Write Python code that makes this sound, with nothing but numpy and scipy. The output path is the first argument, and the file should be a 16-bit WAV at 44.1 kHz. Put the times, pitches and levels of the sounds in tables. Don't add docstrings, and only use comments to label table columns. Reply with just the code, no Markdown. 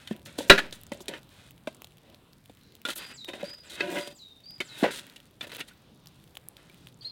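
import sys
import numpy as np
from scipy import signal
from scipy.fft import rfft, irfft
from scipy.io import wavfile
from scipy.ndimage import uniform_filter1d

SR = 44100
rng = np.random.default_rng(int(sys.argv[2]) if len(sys.argv) > 2 else 0)


def ratio(d):
    e = np.asarray(d, float) / 20
    return 10 ** e


def inscribe(sig):
    pcm = np.round(np.clip(np.atleast_2d(sig).T, -1, 1) * 32767)
    wavfile.write(sys.argv[1], SR, pcm.astype(np.int16))


N = 313551


def level(x, db):
    return x * ratio(db) / np.sqrt(np.mean(x ** 2))


def peak(x, db):
    return x * ratio(db) / np.max(np.abs(x))


def add(out, x, start_s):
    i = int(start_s * SR)
    out[i:i + len(x)] += x[:N - i]


def seconds(length_s):
    return np.arange(int(length_s * SR)) / SR


def colour(x, points):
    hz, db = np.transpose(points)
    bins = np.maximum(np.fft.rfftfreq(len(x), 1 / SR), 1)
    gain = ratio(np.interp(np.log(bins), np.log(hz), db))
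    return irfft(rfft(x) * gain, len(x))


def walk(rate):
    k = int(SR / rate)
    held = np.repeat(rng.standard_normal(N // k + 1), k)
    return 1.4 * uniform_filter1d(uniform_filter1d(held, k), k)[:N]


def grains(size, rate, spread_db):
    hit = rng.random(size) < rate / SR
    return hit * rng.standard_normal(size) * ratio(spread_db * np.minimum(rng.exponential(size=size), 3))


def ring(modes, stretch=1., scatter_db=0., length_s=0.16):
    hz, width, db = np.transpose(modes)[:, :, None]
    t = seconds(length_s)
    decay = width * np.exp(-np.pi * width * t)
    return np.sum(ratio(db + scatter_db) * decay * np.sin(2 * np.pi * hz * stretch * t), axis=0)


# pitch_hz, level_db (per Hz)
AIR_SPECTRUM = [(12, -43), (20, -13), (130, -0.5), (285, -8), (430, -13.5), (1810, -24), (3750, -23.5),
                (7000, -36)]
# time_s, level_db
WIND = [
    (0.0, -60),
    (0.55, -55.5),
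    (0.69, -57),
    (2.199, -65),
    (4.06, -63.5),
    (4.22, -67),
    (4.851, -66),
    (7.11, -60.5),
]


def air():
    s, db = np.transpose(WIND)
    gust_db = np.interp(np.arange(N) / SR, s, db - np.mean(db))
    out = 0
    for hz in 30 * 2 ** np.arange(0, 9.1, .75):
        edges = [(hz / 2, -60), (hz / 1.25, 0), (hz * 1.25, 0), (hz * 2, -60)]
        band = colour(rng.standard_normal(N), edges)
        bass_share = np.clip(1.3 - np.log10(hz) / 3, 0, 1)
        out = out + band * ratio(2.0 * walk(9.8) + gust_db * bass_share)
    return level(colour(out, AIR_SPECTRUM), -58)


def garden(x, t60_s, db):
    t = seconds(.6)
    tail = colour(rng.standard_normal(len(t)), [(200, 1.0), (1500, -9.0), (5000, -5.0), (12000, -14.0)])
    tail = tail * ratio(-60 * t / t60_s)
    return signal.fftconvolve(x, tail * ratio(db) / np.sqrt(np.sum(tail ** 2)))[:N]


def whistle(rows):
    s, hz, db, warble_hz = np.transpose(rows)
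    t = np.arange(s[0], s[-1], 1 / SR)
    edge = np.minimum(np.minimum(t - s[0], s[-1] - t) / 0.002, 1)
    noise = rng.standard_normal(SR // 2)[:len(t)]
    shake = level(uniform_filter1d(uniform_filter1d(noise, size=60), size=60), 0)
    pitch_hz = np.interp(t, s, hz) + np.interp(t, s, warble_hz) * shake
    return np.sqrt(2) * edge * ratio(np.interp(t, s, db)) * np.sin(2 * np.pi * np.cumsum(pitch_hz) / SR)


# time_s, pitch_hz, level_db, warble_hz
STRAY_NOTES = [
    [(.885, 4850, -73.5, 31), (.93, 4820, -79.5, 30.6)],
    [(5.9, 3790, -79.5, 58.5), (6.06, 3650, -79, 59.2)],
    [(2.61, 3994, -68, 169), (2.8, 4170, -83.5, 170)],
]
# level_start_s, pitch_share, level_db, fall_start_s, fall_level_db
SONG = [
    (2.974, .98, -51, 3.137, -45.5),
    (3.441, 0.99, -47.5, 3.648, -52.5),
    (3.966, 0.982, -51.5, 4.149, -50),
    (4.436, 0.98, -49.5, 4.646, -49.5),
]
# time_s (from its start), pitch_hz, level_db, warble_hz
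LEVEL_NOTE = [(0, 4490, -7, 33), (.009, 4710, -5.5, 22), (0.044, 4910, 0.5, 21), (0.086, 5010, -2.5, 47),
              (.15, 4930, -13.5, 20), (.168, 4850, -22, 33)]
# time_s (from its start), pitch_hz, level_db, warble_hz
FALL_NOTE = [(0, 8200, -11, 200), (.012, 7600, -8, 280), (.03, 7150, -8, 200), (.039, 4600, -9, 60),
             (.048, 4080, -3, 45), (.075, 3850, 0, 50), (.1, 3740, -6, 40), (.27, 3670, -19, 70)]
SCOOP, LEVEL_HZ = [0.51, 0.945, 0.097, 1.006], 4900
# time_s, pitch_hz, level_db, warble_hz
NEAR_CHIRP = [
    [(7.01, 4270, -55, 40), (7.022, 4400, -51.5, 40), (7.036, 4540, -56.5, 40.6)],
    [(7.045, 3740, -43, 30), (7.053, 4187, -36.5, 29.8), (7.088, 4330, -42.5, 30)],
    [(7.092, 4150, -49.5, 40), (7.1, 4180, -47, 40), (7.11, 4200, -48, 40.2)],
    [(7.008, 4680, -52, 40), (7.04, 4720, -58.5, 40), (7.11, 4700, -62, 60)],
]
# time_s, pitch_hz, level_db, warble_hz
NEAR_SECOND_VOICE = [
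    [(7.018, 3300, -55.5, 96), (7.036, 3300, -59.5, 99.6)],
    [(7.05, 3300, -69, 99), (7.11, 3330, -71.5, 102.4)],
    [(7.078, 5100, -68, 99), (7.1, 5000, -58.5, 100)],
]


def birds():
    far, near = np.zeros(N), np.zeros(N)
    for note in STRAY_NOTES:
        add(far, whistle(note), note[0][0])
    for (s, share, db, fall_s, fall_db), scoop in zip(SONG, SCOOP):
        bend = (np.array(LEVEL_NOTE) - [0, LEVEL_HZ, 0, 0]) * [1, scoop, 1, 1]
        add(far, whistle(bend + [0, share * LEVEL_HZ, 0, 0]) * ratio(db), s)
        add(far, whistle(FALL_NOTE) * ratio(fall_db), fall_s)
    for note in NEAR_CHIRP + NEAR_SECOND_VOICE:
        add(near, whistle(note), note[0][0])
    return far + garden(far, 0.42, -3.5) + near + garden(near, 0.16, -13.5)


# pitch_hz, level_db (per Hz)
GRIT = [(2060, -25.5), (3500, -1.5), (3780, -3.5), (4490, -10.5), (4840, -11.5), (5360, -14.5),
        (8820, -12.5), (16000, -27)]
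# start_s, peak_db, pitch_hz, click_db
POPS = [(.263, -47.5, 3720, -55), (.71, -32.5, 4480, -59.5), (.835, -38.5, 3330, -43),
        (.8669, -30.5, 7070, -51.5), (.9454, -43, 3230, -50), (1.5085, -35.5, 2740, -44),
        (1.728, -40.5, 3840, -60), (1.7474, -32.5, 8580, -60), (1.8198, -32, 2700, -40.5),
        (1.8447, -25, 3700, -44), (2.1455, -33, 3800, -67), (2.3321, -36.5, 4860, -50),
        (2.7526, -36, 3740, -46), (2.817, -36.5, 2700, -47), (2.8784, -23, 3420, -38.5),
        (3.246, -25, 3460, -57), (5.0014, -40.5, 1550, -47.5), (5.0674, -36, 2700, -45),
        (5.0983, -30, 3990, -59.5), (5.2021, -33, 3220, -65.5), (5.5189, -24.5, 3580, -54),
        (5.5487, -26, 3330, -41.5), (5.5674, -36, 3420, -38), (6.0716, -30, 4750, -45),
        (6.3535, -31, 3110, -68.5), (6.3704, -20.5, 3170, -50), (6.568, -30.5, 3370, -54),
        (6.8709, -28, 3275, -58.5), (6.8864, -40, 4000, -60)]
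# start_s, peak_db
TICKS = [(0.127, -42.5), (.164, -35), (.195, -40.5), (.218, -43), (.808, -43.5), (1.058, -34),
         (1.2315, -38.5), (1.292, -41.5), (1.192, -43.5), (1.5789, -42), (1.871, -36.5), (1.908, -45.5),
         (1.921, -46), (1.971, -43.5), (1.9825, -39.5), (2.1003, -42), (2.4582, -36.5), (2.572, -41.5),
         (2.612, -45), (2.722, -42), (2.766, -45), (3.41, -38.5), (4.405, -44), (4.458, -43), (4.508, -36),
         (4.582, -41.5), (5.137, -43), (5.18, -42.5), (5.255, -48.5), (5.31, -47), (5.47, -40.5),
         (5.587, -35.5), (6.059, -37.5), (6.2, -45), (6.2404, -42), (6.276, -42), (6.6976, -38),
         (6.7445, -37.5), (6.9258, -44.5)]
TICK_HZ, TICK_CLICK_DB = 3300, -13


def fire():
    out, t = np.zeros(N), seconds(0.072)
    ticks = [(s, db, TICK_HZ * ratio(0.65 * rng.standard_normal()), db + TICK_CLICK_DB) for s, db in TICKS]
    for s, db, hz, click_db in POPS + ticks:
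        noise = rng.standard_normal(len(t))
        cycles = t * hz
        note = np.sin(2 * np.pi * cycles) * np.minimum(cycles / 2.1, 1) * np.exp(-cycles / 0.76)
        note = note + 0.034 * noise * np.exp(-t / 0.0029)
        click = np.diff(noise * np.exp(-t / 0.00046))
        add(out, peak(note, db - 4.5), s)
        add(out, peak(click, click_db + 12.5), s)
    scatter = np.diff(colour(grains(N + 1, 150, 1.8), GRIT))
    return out + level(scatter, -74.5)


# start_s, length_s, level_db, pitch_hz
SPITS = [(0.251, .02, -52.5, 7040), (0.379, .012, -43, 9000), (.418, .008, -52, 8500),
         (0.476, .014, -50, 8000), (0.744, 0.014, -54, 9000), (1.004, .02, -51.5, 7470),
         (2.897, .016, -44, 9980), (2.954, .03, -39.5, 13170), (3.276, .014, -53.5, 9000),
         (3.49, .012, -62, 6940), (3.53, .015, -59, 7000), (3.899, .09, -50, 8850),
         (4.775, .045, -54, 12000), (4.91, .085, -53, 9500), (5.418, .025, -58, 13100),
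         (5.47, .008, -53.5, 10000), (5.495, .006, -61, 10100), (5.535, .006, -53.5, 12000),
         (5.59, .012, -47.5, 12050), (5.676, .016, -60, 11000), (6.346, .008, -63.5, 11000)]
# start_s, peak_db, pitch_hz
SPARKS = [(0.3035, -54, 10300), (0.3272, -44, 8200), (0.814, -36, 11800), (0.9272, -42, 14700),
          (0.9356, -34, 8300), (0.9743, -41.5, 7170), (2.888, -29, 9570), (2.9332, -35, 14300),
          (3.089, -41, 9450), (4.72, -48, 8550), (4.8317, -34.5, 8060), (4.8474, -33, 9150),
          (4.9457, -36, 9010), (5.365, -56.5, 8710), (5.6514, -52, 8440), (5.7359, -51.5, 13380),
          (6.3733, -43.5, 7100), (6.4864, -22, 10940), (6.6709, -53, 7150), (6.7755, -52.5, 10130),
          (6.81, -52, 8700), (6.847, -56, 7750), (6.886, -50, 9460), (6.9436, -47, 7100)]


def ash():
    out, t = np.zeros(N), seconds(.01)
    for s, long, db, hz in SPITS:
        u = seconds(long + .03)
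        force_db = np.interp(u, [0, .004, long, long + .03], [-15, 0.5, -0.5, -46])
        band = [(hz / 4, -25), (hz / 1.6, -5.0), (hz, 0), (hz * 1.1, -7.0)]
        burst = colour(grains(SR // 4, 9000, 2.2)[:len(u)], band)
        add(out, level(burst, db) * ratio(force_db), s)
    for s, db, hz in SPARKS:
        add(out, peak(np.sin(2 * np.pi * hz * t) * t * np.exp(-t * hz), db + 0.5), s)
    return out


# start_s, peak_db, pitch_hz,
# width_hz
BUMPS = [(1.8195, -41, 896, 900), (1.8445, -45, 700, 700), (1.673, -28, 714, 150), (3.283, -37, 340, 49.7),
         (3.335, -39, 357, 50), (1.086, -31.5, 404, 40), (3.339, -48, 610, 21.8), (3.4275, -31.5, 191, 30),
         (3.428, -29, 495, 60), (3.432, -26, 572, 32.3), (3.805, -26.5, 394, 50), (4.827, -8, 268, 170),
         (4.8275, -20, 620, 150), (4.8405, -14, 497, 55), (4.8445, -22, 804, 40), (4.861, -18, 523, 90),
         (4.876, -28, 476, 120), (4.893, -35, 400, 49.9), (6.3704, -42, 1000, 900),
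         (6.871, -45.5, 1197, 900)]
# start_s, peak_db, pitch_hz,
# width_hz
PINGS = [(.579, -20, 1700, 34), (.58, -28, 2465, 33), (.602, -27, 1740, 37), (1.1374, -34, 1770, 87),
         (1.673, -31, 1100, 120), (2.851, -27, 1420, 25), (2.894, -29.5, 1390, 40), (3.956, -28, 359, 21),
         (3.8063, -28, 1640, 27), (3.8067, -22, 2590, 35), (3.968, -35, 2065, 14), (5.711, -50.5, 1484, 35),
         (6.698, -50, 2330, 48)]


def bumps():
    out, t = np.zeros(N), seconds(.15)
    for s, db, hz, width in BUMPS + PINGS:
        rise = np.sin(np.pi / 2 * np.minimum(t * hz, 1)) ** 2
        add(out, peak(rise * np.exp(-np.pi * width * t) * np.sin(2 * np.pi * hz * t), db), s)
    return out


# start_s, iron_db, log_db, grit_db, fade_db_per_s
SLIDES = [(.001, -54, -72, -60, 214), (.134, -49.5, -38.5, -69, 296), (.26, -50, -48.5, -57, 62),
          (.385, -39.5, -30.5, -44, 148), (0.502, -6.5, -7, -31.5, 427), (.55, -34, -34, -62, 134),
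          (.6, -40, -37, -64.5, 311), (.724, -50.5, -70.5, -52.5, 169), (.93, -51.5, -41, -55, 202),
          (1.088, -45, -34, -70, 190), (1.14, -46.5, -49.5, -65.5, 257.5), (1.68, -63.5, -53.5, -64, 99),
          (3.29, -45.5, -36, -53, 387), (3.338, -40, -32, -52, 305), (3.44, -42.5, -39, -51, 200),
          (3.984, -35.5, -38.5, -41, 260), (4.61, -52, -47.5, -52, 301), (5.005, -51, -55, -58, 71),
          (5.412, -48, -49.5, -59.5, 204), (5.612, -55, -54, -63, 253), (5.689, -58, -65, -66.5, 122.5)]
# loudest_s, iron_db, log_db, grit_db, fade_db_per_s
ROLLS = [
    (4.842, -21.5, -18.5, -55, 329),
    (4.884, -37, -40, -56, 500.5),
]
# end_s, iron_db, log_db, grit_db, rise_db_per_s
PUSHES = [(.134, -44.5, -62, -56.5, 153), (.386, -41, -38, -48, 1800), (0.67, -53, -45, -64.5, 299.5),
          (1.185, -46, -44, -61.5, 91), (3.287, -35, -37, -52, 1499), (3.418, -40, -41, -58, 401),
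          (3.433, -33, -39, -42, 2500.5), (3.8, -39, -45, -59, 149), (3.807, -27, -37, -60, 901),
          (3.97, -37, -30.5, -48, 219), (4.829, -38, -45, -44.5, 128), (5.684, -50, -60, -50, 1499)]
# start_s, length_s, iron_db, log_db, grit_db
RAKES = [(.576, .014, -21.5, -38, -42.5), (.6, 0.0039, -37, -41, -68), (1.3, 0.19, -61, -64, -63.5),
         (2.853, 0.052, -40, -43.5, -49), (2.884, 0.045, -42, -56, -45), (2.957, 0.029, -47.5, -48.5, -46),
         (2.98, 0.069, -43.5, -57.5, -50.5), (3.06, 0.061, -43, -62, -54), (3.135, 0.024, -54, -63.5, -67),
         (3.49, 0.0094, -51.5, -60.5, -56), (3.53, 0.0082, -47.5, -56, -60.5),
         (3.58, 0.0056, -57, -63, -60), (3.632, 0.048, -54.5, -65, -63), (3.695, 0.059, -61, -62, -48.5),
         (4.905, 0.088, -41.5, -48, -43), (5.425, .018, -41.5, -40, -61), (5.467, .008, -50, -42, -58),
         (5.492, 0.012, -47, -49, -59), (5.514, 0.022, -43, -45.5, -56), (5.545, 0.019, -41.5, -42, -48.5),
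         (5.58, 0.013, -39, -46, -59), (6.564, 0.33, -62.5, -67, -70), (2.03, .11, -66, -54.5, -76.5),
         (4.1, 0.023, -56, -46, -58.5), (7.02, 0.052, -61, -57, -62.5)]
# start_s, length_s, iron_db, log_db, grit_db
SCRAPES = [
    (3.7, 0.087, -56, -53.5, -73),
    (3.81, 0.13, -36, -31.5, -56),
    (3.953, 0.0294, -29.5, -26.5, -55),
    (4.0, 0.085, -49.5, -43.5, -57.5),
]
# damping share, tilt in dB per octave, grain dB, damping share of the log
SLIDE_TOUCH, PUSH_TOUCH, SCRAPE_TOUCH = (4.5, 2, 1.1, 1.5), (1.1, 3, 1.3, 7.9), (0.9, 0.34, 3.1, 0.26)
ROLL_TOUCH, RAKE_TOUCH = (4.5, -10, 1, 1.5), (2.4, 4.8, 1.8, 2.03)
ROLL_RISE_S = 0.013
GRAB_S, GRAB_DB = 0.0031, -14.5
EDGE_DB_PER_S, RANGE_DB = 1300, 35


def strokes():
    rows = []
    for s, *db, fade in SLIDES:
        rows.append(([s, s + RANGE_DB / fade], [0, -RANGE_DB], db, SLIDE_TOUCH))
    for s, *db, fade in ROLLS:
        rows.append(([s - ROLL_RISE_S, s, s + RANGE_DB / fade], [GRAB_DB, 0, -RANGE_DB], db, ROLL_TOUCH))
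    for s, *db, rise in PUSHES:
        rows.append(([s - RANGE_DB / rise, s], [-RANGE_DB, 0], db, PUSH_TOUCH))
    for table, touch in ((RAKES, RAKE_TOUCH), (SCRAPES, SCRAPE_TOUCH)):
        for s, long, *db in table:
            held, end = s + GRAB_S, s + GRAB_S + long
            times = [s, held, end, end + RANGE_DB / EDGE_DB_PER_S]
            rows.append((times, [GRAB_DB, 0, 0, -RANGE_DB], db, touch))
    return rows


# pitch_hz, width_hz, level_db
TONGS_MODES = [(960, 26, -5.5), (1500, 30, 1.5), (1640, 46, 2), (1824, 53, 1), (1972, 23, 1.5),
               (2125, 90, 1), (2437, 41, 1), (2590, 40, 2), (2830, 59, -2), (3070, 100, -4.5),
               (3420, 45, -8), (3820, 45, -4.5), (4230, 39, -14), (4860, 18, -14.5)]
# pitch_hz, width_hz, level_db
LOG_MODES = [(193, 80, -7.5), (362, 120, -3.5), (579.4, 46, 1), (702, 60, -9), (982, 38, -8.5)]


def drags():
    out, uneven, crumble = np.zeros(N), ratio(1.8 * walk(60)), ratio(0.7 * walk(70))
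    grip = walk(13)
    grit = level(colour(crumble * grains(N, 7200, 2.4), GRIT), 0.79)
    for s, force_db, peaks_db, (damping, tilt_db, grain_db, log_damping) in strokes():
        i = np.arange(max(int(s[0] * SR), 0), min(int(s[-1] * SR), N))
        iron_db, log_db, grit_db = (np.interp(i / SR, s, force_db) + db for db in peaks_db)
        slip = level(uneven[i] * grains(SR, 5000, grain_db)[:len(i)], 0)
        tilt = tilt_db * np.log2(np.array(TONGS_MODES)[:, :1] / 2000)
        bodies = (
            (TONGS_MODES[::2], iron_db - 10.0 + 0.87 * grip[i], tilt[::2], damping),
            (TONGS_MODES[1::2], iron_db - 6.0 - 2.2 * grip[i], tilt[1::2], damping),
            (LOG_MODES, log_db - 5.0 + 0.8 * grip[i], 0, log_damping))
        for modes, db, lean_db, wide in bodies:
            stretch = 1 + .004 * damping * rng.standard_normal()
            body = ring(np.array(modes) * [1, wide, 1], stretch, lean_db)
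            body = body / np.sqrt(np.sum(body ** 2))
            add(out, signal.fftconvolve(slip * ratio(db), body), max(s[0], 0))
        out[i] += grit[i] * ratio(grit_db)
    return out


# start_s, iron_peak_db, iron_pitch_hz, log_peak_db, grit_peak_db
CLANKS = [(0.073, -34.5, 3070, -64, -41), (0.2585, -45, 3480, -55, -44), (0.7248, -37, 3640, -37.5, -36.5),
          (1.081, -32, 2420, -37, -29), (1.136, -33, 1581, -39, -57.5), (2.8509, -24, 3550, -36.5, -40),
          (2.902, -28, 3280, -42.5, -34), (3.2865, -32, 2446, -42, -47.5), (3.805, -19.5, 2070, -46, -55),
          (3.98, -33, 2060, -46, -55), (4.0735, -41.5, 4080, -34.5, -37.5),
          (4.6031, -22.5, 2240, -29.5, -40), (5.1597, -43, 2920, -58, -46), (5.4087, -28, 3510, -48.5, -57),
          (5.6032, -29, 2830, -39, -40.5), (5.608, -31, 2920, -41, -53), (5.684, -47, 4140, -74.5, -50)]
# start_s, log_peak_db, log_pitch_hz, iron_peak_db, grit_peak_db
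THUDS = [(0.109, -19, 218, -38, -53.5), (.386, -24, 285, -38, -31.5), (0.4043, -28.5, 565, -39, -53.5),
         (0.4974, -13, 407, 3, -17.5), (0.9177, -24.5, 573, -33.5, -40.5), (1.0038, -38.5, 371, -57, -46.5),
         (1.672, -24, 635, -32, -43), (2.4951, -43, 284, -52.5, -57.5), (2.886, -33.5, 620, -28, -40.5),
         (3.333, -41, 570, -35.5, -58), (4.834, -23, 674, -26.5, -42.5)]
LOG_HZ, BOWL_HZ = 340.8, 1900


def blows():
    rows = []
    for s, iron, hz, log, grit in CLANKS:
        rows.append((s, iron, log, grit, LOG_HZ * (1 + 0.18 * rng.standard_normal()), hz))
    for s, log, hz, iron, grit in THUDS:
        rows.append((s, iron, log, grit, hz, BOWL_HZ * (1 + 0.18 * rng.standard_normal())))
    return rows


# pitch_hz, width_hz, level_db
IRON_MODES = [(1420, 8.7, -10), (1490, 5.9, -7), (1950, 17, 2.5), (2440, 47, 0.5), (2530, 18, -6),
              (2600, 30, -2.5), (2950, 64, 3), (3490, 37, 2), (3690, 15, -3.5), (4080, 17, -3),
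              (4360, 3.7, -14.5), (4140, 15, -19), (5070, 65, -20)]


def knocks():
    out, t = np.zeros(N), seconds(.25)
    for s, iron_db, log_db, grit_db, log_hz, iron_hz in blows():
        fade = np.minimum(t / 0.0012, 1) * ratio(-60 * t / (0.07 * ratio(0.07 * iron_db)))
        rattle = fade * (1 + 1.3 * np.exp(-t / 0.00082)) * grains(len(t), 12000, 1.2)
        stretch = 1 + 0.041 * rng.standard_normal()
        scatter_db = 1.2 * rng.standard_normal((len(IRON_MODES), 1))
        damped = ring(np.array(IRON_MODES) * [1, 2.2, 1], stretch, scatter_db)
        iron = signal.fftconvolve(rattle, damped + ring([(iron_hz, 160, 5)]))
        wood = ring([(log_hz, 60, 0), (1.6 * log_hz, 130, -8), (0.54 * log_hz, 80, -13), (2.5 * log_hz, 250, -17)])
        log = signal.fftconvolve(uniform_filter1d(rattle * fade ** 0.85, size=16), wood)
        grit = colour(fade * grains(len(t), 13000, 0.93), GRIT)
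        add(out, peak(iron, iron_db + 3.0) + peak(log, log_db + 2.0), s)
        add(out, peak(grit, grit_db + 10.0), s)
    return out


# pitch_hz, level_db, t60_s
BOWL_MODES = [(398, -7.5, 0.27), (599, -6.5, 0.12), (700, -7, 0.08), (1403, -4, .14), (1554, -7, 0.14),
              (1655, -4, 0.16), (1800, -5, .1), (1860, -1, 0.1), (1952, -3, 0.12), (2493, -8, .12),
              (2612, -9.5, 0.12), (2860, -8, 0.1), (3885, -3.5, 0.07), (3940, -5, .07)]


def drop():
    out, t = np.zeros(N), seconds(.1)
    rattle = np.minimum(t / 0.0008, 1) * np.exp(-t / 0.012) * grains(len(t), 9000, 2.5)
    hz, db, t60_s = np.transpose(BOWL_MODES)
    width = 1.2 * np.log(1000) / (np.pi * t60_s)
    modes = np.transpose([hz, width, db - 20 * np.log10(width)])
    add(out, peak(signal.fftconvolve(rattle, ring(modes, length_s=.35)), 2.5), .4977)
    return out


def scene():
    no_bass = signal.butter(4, 185., "high", fs=SR, output="sos")
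    bowl = signal.sosfilt(no_bass, fire() + ash() + bumps() + drags() + knocks() + drop())
    return (air() + birds() + bowl + garden(bowl, 0.21, -27.5))[None]


def low_pass(x):
    return signal.sosfilt(signal.butter(12, 16200, fs=SR, output="sos"), x)


def record(dry):
    hard = np.clip(dry, -1, 1)
    over = np.abs(dry - hard)
    thump = signal.lfilter([.035], [1, -np.exp(-1 / (0.0019 * SR))], over)
    offset = signal.lfilter([.0026], [1, -np.exp(-1 / (.07 * SR))], over)
    treble_limit = signal.butter(8, 17500., fs=SR, output="sos")
    return low_pass(signal.sosfilt(treble_limit, hard + thump + offset))


dry = scene()
out = record(dry)
inscribe(out)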